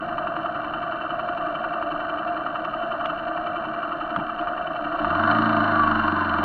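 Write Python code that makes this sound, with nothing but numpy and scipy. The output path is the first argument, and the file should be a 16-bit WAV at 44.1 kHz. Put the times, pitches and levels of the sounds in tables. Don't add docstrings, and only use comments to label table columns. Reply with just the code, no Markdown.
import sys
import numpy as np
from scipy import signal
from scipy.fft import rfft, irfft, next_fast_len
from scipy.io import wavfile
from scipy.ndimage import uniform_filter1d, map_coordinates

SR = 44100
rng = np.random.default_rng(int(sys.argv[2]) if len(sys.argv) > 2 else 0)


def write(x):
    x = np.atleast_2d(x).T
    wavfile.write(sys.argv[1], SR, np.round(np.clip(x, -1, 1) * 32767).astype(np.int16))


N = 284004

# start_s [s], cycle_rate_hz [engine cycles per s]
ENGINE_SPEED = [(0.0, 10.45), (0.25, 11.08), (0.36, 10.76), (1.22, 10.91), (1.34, 11.51), (1.7, 10.93),
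                (2.11, 11.22), (2.24, 10.65), (2.96, 11.24), (3.34, 10.63), (3.73, 11.22), (4.28, 10.42),
                (4.77, 11.05), (4.98, 14.91), (5.21, 24.63), (5.38, 28.19), (6.44, 21.47)]
# [dB, relative]
CONTACT_BLOWS = [(-.19, -8, -3), (-.12, -6, -3), (-.06, 0, 2), (-.02, -3, 0), (.05, -8, -4), (.17, -5, -6),
                 (.25, -3.5, -12), (.33, -4, -6), (.43, -6, -4), (.5, -7, -5), (.63, -6, -2)]
# [dB, relative]
EXHAUST_PUFFS = [(-.04, 0, -9), (0.08, -4, 5), (0.303, -8, -7), (0.451, -1.5, -12)]
# [dB, relative, before the cover]
GEAR_TEETH = [(25, -2.5), (26, -13.5), (39, -8.5), (40, 0), (43, -7.5), (44, 0.5), (45, 4), (46, -2.5)]
# start_s [s], level_db [dB; the largest sets the peak of the whole layer]
PISTON_SLAPS = [(0.181, -14), (0.271, -15.5), (0.366, -12.5), (0.458, -15), (0.923, -18), (1.194, -15.5),
                (1.643, -15.5), (1.826, -13.5), (2.556, -15.5), (2.918, -18), (3.054, -14.5),
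                (4.162, -10.5), (4.472, -15), (5.046, -8)]
# [dB, before the lever's ring]
LEVER_CLICKS = [(2.649, -34.5), (3.058, -28), (4.162, -31.5), (4.411, -37)]
# [dB, before the frame's ring]
GEAR_KNOCKS = [(4.167, -13), (4.178, -5)]
# [dB, before the hum offsets]
CASE_HUM = [(0, -30.5), (0.8, -32.5), (1.55, -29.5), (2.1, -31.5), (3.5, -31), (3.9, -34.5), (4.7, -30),
            (5.5, -28.5), (6.2, -37), (6.44, -30)]
# start_s [s], pitch_hz [Hz, missing fundamental], level_db [dB rms]
PASSING_VEHICLE = [(0, 28, -44.5), (.45, 18.6, -49.5), (1.2, 15.4, -53), (2.4, 12, -83.5)]
# start_s [s], level_db [dB rms]
AIR_BUFFET = [(0, -59), (3.9, -57.5), (5.1, -51)]

# pitch_hz [Hz], level_db [dB, filter gain]
BLOCK_RING = [(300, -44.5), (600, -23), (850, -5.5), (1000, -8), (1170, 6.5), (1280, 2.5), (1420, 0),
              (1600, -16), (1850, -12.5), (2130, -36.5), (2600, -49), (6000, -94.5)]
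BLOCK_LOAD_RING = [(300, -42), (600, -19.5), (800, -11.5), (920, -3.5), (1040, -1), (1170, -12),
                   (1300, -4.5), (1450, 3.5), (1620, -5), (1850, -18.5), (2130, -23), (2600, -39.5),
                   (6000, -100.5)]
CASE_RING = [(350, -58.5), (480, -26.5), (570, -12), (630, -2.5), (700, 4), (728, -3.5), (760, -19.5),
             (1000, -55.5), (2000, -80)]
VALVE_RING = [(1500, -37.5), (2130, -28), (2350, -2.5), (2560, -25.5), (2720, 4), (2870, -3.5), (3020, 4.5),
              (3150, -14), (3300, -38.5), (5000, -63.5)]
MESH_RING = [(2600, -18), (3300, -9.5), (3650, 1.5), (3850, -6.5), (4150, 5), (4500, -9), (5000, -27.5),
             (5600, -14), (6100, -34), (7100, -32), (7800, -43), (12000, -60)]
SIZZLE_RING = [(4000, -27), (5100, -6), (5600, -3.5), (6100, -4.5), (7100, -3.5), (7500, -13),
               (7900, -18.5), (12000, -44)]
PIPE_RING = [(60, -44), (125, -28), (165, -4), (192, -23.5), (225, -1), (260, -19), (303, 5.5), (340, -1.5),
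             (390, -14), (450, -33.5), (600, -44.5), (1200, -76)]
PIPE_LOAD_RING = [(60, -46), (130, -19.5), (168, 2.5), (195, -9.5), (222, 8), (258, -8.5), (300, 7),
                  (335, 2), (390, -16), (450, -28.5), (600, -22.5), (1200, -84)]
COVER_RING = [(480, -33), (600, -7.5), (685, 6), (760, -20.5), (920, -13.5), (1060, -4), (1170, 2),
              (1300, -6), (2000, -38)]
BORE_RING = [(400, -45), (850, -11.5), (1030, -8), (1160, -1.5), (1300, -0.5), (1550, -12.5), (2100, -34.5),
             (2800, -24.5), (3400, -47), (6000, -65.5), (10000, -105)]
LEVER_RING = [(900, 8), (1500, 6.5), (3000, 11.5), (4200, -8.5), (5300, -15), (6700, -23), (8000, -44),
              (12000, -86)]
FRAME_RING = [(60, -15), (130, -7), (178, 4.5), (300, -11), (500, -20.5), (900, -3), (2000, -49.5),
              (5000, -88)]
TRAFFIC_COLOUR = [(15, -14), (40, -2), (75, -8.5), (120, -5), (300, -2), (460, -9.5), (900, -5),
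                  (1500, 6.5), (2200, -30), (4500, -44.5), (8000, -54.5), (15000, -56)]
AIR_COLOUR = [(10, -15), (26, 10.5), (40, -11.5), (80, -39.5), (300, -74)]

# idle_db [dB at the reference idle], doubling_db [dB per doubling of speed]
EXHAUST_LAW = (-39.5, 8.94)
KNOCK_LAW = (-32.5, 6.86)
VALVE_LAW = (-46, 3.4)
MESH_LAW = (-62.5, 8.85)
CRANK_LAW = (-45, 9.7)
FIRING_LAW = (-52.5, 6.8)
WHINE_LAW = (-44, 11.1)

IDLE_RATE_HZ = 11
HUM_OFFSET_DB, HUM_LOAD_DB = 0.5, 1.5
LABOUR_DB, LABOUR_RISE_DB = -11, 1.5
BURBLE_SHARE = 0.98
SHAKE_FROM_S, SHAKE_FULL_S = 5.0, 5.06
GRAB_S, GRAB_WIDTH_S, GRAB_DB = 5.305, 0.014, 5
REBOUND_S, REBOUND_DB = .0042, -6
TOP_HZ = 15700


def clatter(cycle):
    load = throttle()
    knocks = sum(amp(knock_db) * rattle(strokes(cycle, share, scatter_db=1.7), t60=0.043, rough=0.7)
                 for share, knock_db, _ in CONTACT_BLOWS)
    ticks = sum(amp(tick_db) * rattle(strokes(cycle, share, scatter_db=1.4), t60=.024, rough=.45)
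                for share, _, tick_db in CONTACT_BLOWS)
    churn = even_round(cycle, t60=0.12, rough=0.5)
    growl = unit(knocks) + 2.1 * even_round(cycle, t60=0.012, rough=0.26)
    crack = rattle(strokes(cycle, -.09, scatter_db=1.0), t60=.034, rough=.45)
    head = np.sqrt(1 - .5 * load) * unit(ticks) + np.sqrt(.5 * load) * unit(crack)

    idling = np.sqrt(1 - .85 * load) * unit(body(knocks, BLOCK_RING))
    pulling = amp(-1.0) * np.sqrt(load) * unit(body(growl, BLOCK_LOAD_RING))
    labour = amp(LABOUR_DB + LABOUR_RISE_DB * pickup())
    labouring = labour * unit(body(crack, BLOCK_RING))
    block_mix = (idling + pulling + labouring) / np.sqrt(1 + labour ** 2)
    block = amp(level(KNOCK_LAW)) * block_mix

    stall_db = -3.5 * (1 - load) * np.cos(np.pi * cycle) ** 16
    hum_db = curves(CASE_HUM)[0] + HUM_OFFSET_DB + HUM_LOAD_DB * load + stall_db
    case = amp(hum_db) * unit(body(churn, CASE_RING))
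    valves = amp(level(VALVE_LAW)) * unit(body(head, VALVE_RING))
    mesh = amp(level(MESH_LAW)) * unit(body(head + 0.93 * churn, MESH_RING))
    rasp = head * amp(2.5 * wobble(20))
    sizzle = amp(-78) * load * unit(body(rasp, SIZZLE_RING))
    return block + case + valves + mesh + sizzle


def exhaust(cycle):
    load = throttle()
    soft = sum(amp(idle_db) * rattle(strokes(cycle, share, scatter_db=0.8), t60=0.086, rough=0.44)
               for share, idle_db, _ in EXHAUST_PUFFS)
    burble = even_round(cycle, t60=0.09, rough=0.27)
    firm = sum(amp(load_db) * strokes(cycle, share, scatter_db=2.0) for share, _, load_db in EXHAUST_PUFFS)
    idling = np.sqrt(1.1 - load) * unit(body(unit(soft) + BURBLE_SHARE * burble, PIPE_RING))
    pulling = np.sqrt(load) * unit(body(firm, PIPE_LOAD_RING))
    return amp(level(EXHAUST_LAW)) * (idling + pulling)


def whine(cycle):
    lines = 0
    for multiple, level_db in GEAR_TEETH:
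        phase = 2 * np.pi * multiple * cycle + 1.2 * wobble(28)
        lines = lines + amp(level_db + 5.2 * wobble(14)) * np.sin(phase)
    return amp(level(WHINE_LAW)) * throttle() * body(lines, COVER_RING)


def drone(cycle):
    crank = amp(level(CRANK_LAW)) * np.sin(8 * np.pi * cycle)
    firing = amp(level(FIRING_LAW) + 3.5 * wobble(3.9)) * np.sin(2 * np.pi * cycle)
    fade_in = curves([(SHAKE_FROM_S, 0), (SHAKE_FULL_S, 1)])[0]
    return fade_in * (crank + firing)


def slaps():
    hits = np.zeros(N)
    for start_s, level_db in PISTON_SLAPS:
        hits[round(start_s * SR)] = amp(level_db)
        hits[round((start_s + REBOUND_S) * SR)] += amp(level_db + REBOUND_DB)
    ring = body(hits, BORE_RING)
    return ring * hits.max() / np.abs(ring).max()


def gearbox():
    clicks = sum(amp(level_db) * burst(start_s, t60=0.025) for start_s, level_db in LEVER_CLICKS)
    thump = sum(amp(level_db) * burst(start_s, t60=0.16) for start_s, level_db in GEAR_KNOCKS)
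    return body(clicks, LEVER_RING) + body(thump, FRAME_RING)


def traffic():
    return amp(-36.0) * unit(body(noise(), TRAFFIC_COLOUR))


def passing_vehicle():
    pitch_hz, level_db = curves(PASSING_VEHICLE)
    turn = 2 * np.pi * np.cumsum(pitch_hz) / SR
    harmonics = sum(k * np.sin(k * turn + 0.37 * wobble(3.3) + rng.uniform(0, 2 * np.pi))
                    for k in range(4, 10))
    return amp(level_db) * unit(harmonics)


def buffeting():
    return amp(curves(AIR_BUFFET)[0]) * unit(body(noise(), AIR_COLOUR))


def revs():
    return np.log2(curves(ENGINE_SPEED)[0] / IDLE_RATE_HZ)


def throttle():
    return curves([(4.95, 0.0097), (5.27, 0.71)])[0]


def pickup():
    return np.maximum(uniform_filter1d(np.gradient(revs()) * SR, size=SR // 10), 0)


def grab():
    from_grab = (np.arange(N) / SR - GRAB_S) / GRAB_WIDTH_S
    return amp(GRAB_DB * np.exp(-from_grab ** 2))


def level(law):
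    idle_db, doubling_db = law
    return idle_db + doubling_db * revs()


def strokes(cycle, share, scatter_db):
    at = np.interp(np.arange(-1, cycle[-1] + 1) + share, cycle, np.arange(N), left=-1, right=-1)
    at = np.round(at[at >= 0]).astype(int)
    size = amp(scatter_db * rng.standard_normal(len(at))) / np.sqrt(np.gradient(cycle)[at])
    return np.bincount(at, size, N)


def rattle(hits, t60, rough):
    t = np.arange(SR // 10) / SR
    fade = amp(-60 * t / t60) * (1 - np.exp(-t / .0015))
    pattern = fade * rng.standard_normal(len(fade))
    alike = signal.oaconvolve(hits, pattern)[:N]
    power = np.abs(signal.oaconvolve(hits ** 2, fade ** 2)[:N])
    fresh = np.sqrt(power) * noise()
    return np.sqrt(1 - rough) * alike + np.sqrt(rough) * fresh


def even_round(cycle, t60, rough, count=8):
    return unit(sum(rattle(strokes(cycle, k / count, scatter_db=1.0), t60, rough) for k in range(count)))


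def burst(start_s, t60):
    t = np.arange(N) / SR - start_s
    return (t >= 0) * amp(-60 * np.abs(t) / t60) * noise()


def body(x, spectrum):
    m = next_fast_len(N + SR // 2, real=True)
    pitch_hz, level_db = np.transpose(spectrum)
    log_bins = np.log(np.fft.rfftfreq(m, 1 / SR) + 1)
    gain = amp(np.interp(log_bins, np.log(pitch_hz), level_db))
    cepstrum = irfft(np.log(gain), m)
    cepstrum[1:m // 2] *= 2
    cepstrum[m // 2 + 1:] = 0
    return irfft(rfft(x, m) * np.exp(rfft(cepstrum)), m)[:N]


def wobble(rate):
    knots = rng.standard_normal(int(N * rate / SR) + 4)
    return map_coordinates(knots, [np.arange(N) * rate / SR])


def noise():
    return rng.standard_normal(N)


def curves(rows):
    start_s, *columns = np.transpose(rows)
    return [np.interp(np.arange(N) / SR, start_s, column) for column in columns]


def amp(db):
    return 10 ** (np.asarray(db) / 20)


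def unit(x):
    return x / np.sqrt(np.mean(x ** 2) + 1e-20)


def scene():
    cycle = np.cumsum(curves(ENGINE_SPEED)[0]) / SR
    running = grab() * (clatter(cycle) + exhaust(cycle) + whine(cycle))
    engine = running + drone(cycle) + slaps()
    roadside = traffic() + passing_vehicle() + buffeting()
    return (engine + gearbox() + roadside)[None]


def record(dry):
    m = next_fast_len(N + SR // 2)
    passband = np.fft.rfftfreq(m, 1 / SR) < TOP_HZ
    return irfft(rfft(dry, m) * passband, m)[:, :N]


dry = scene()
out = record(dry)
write(out)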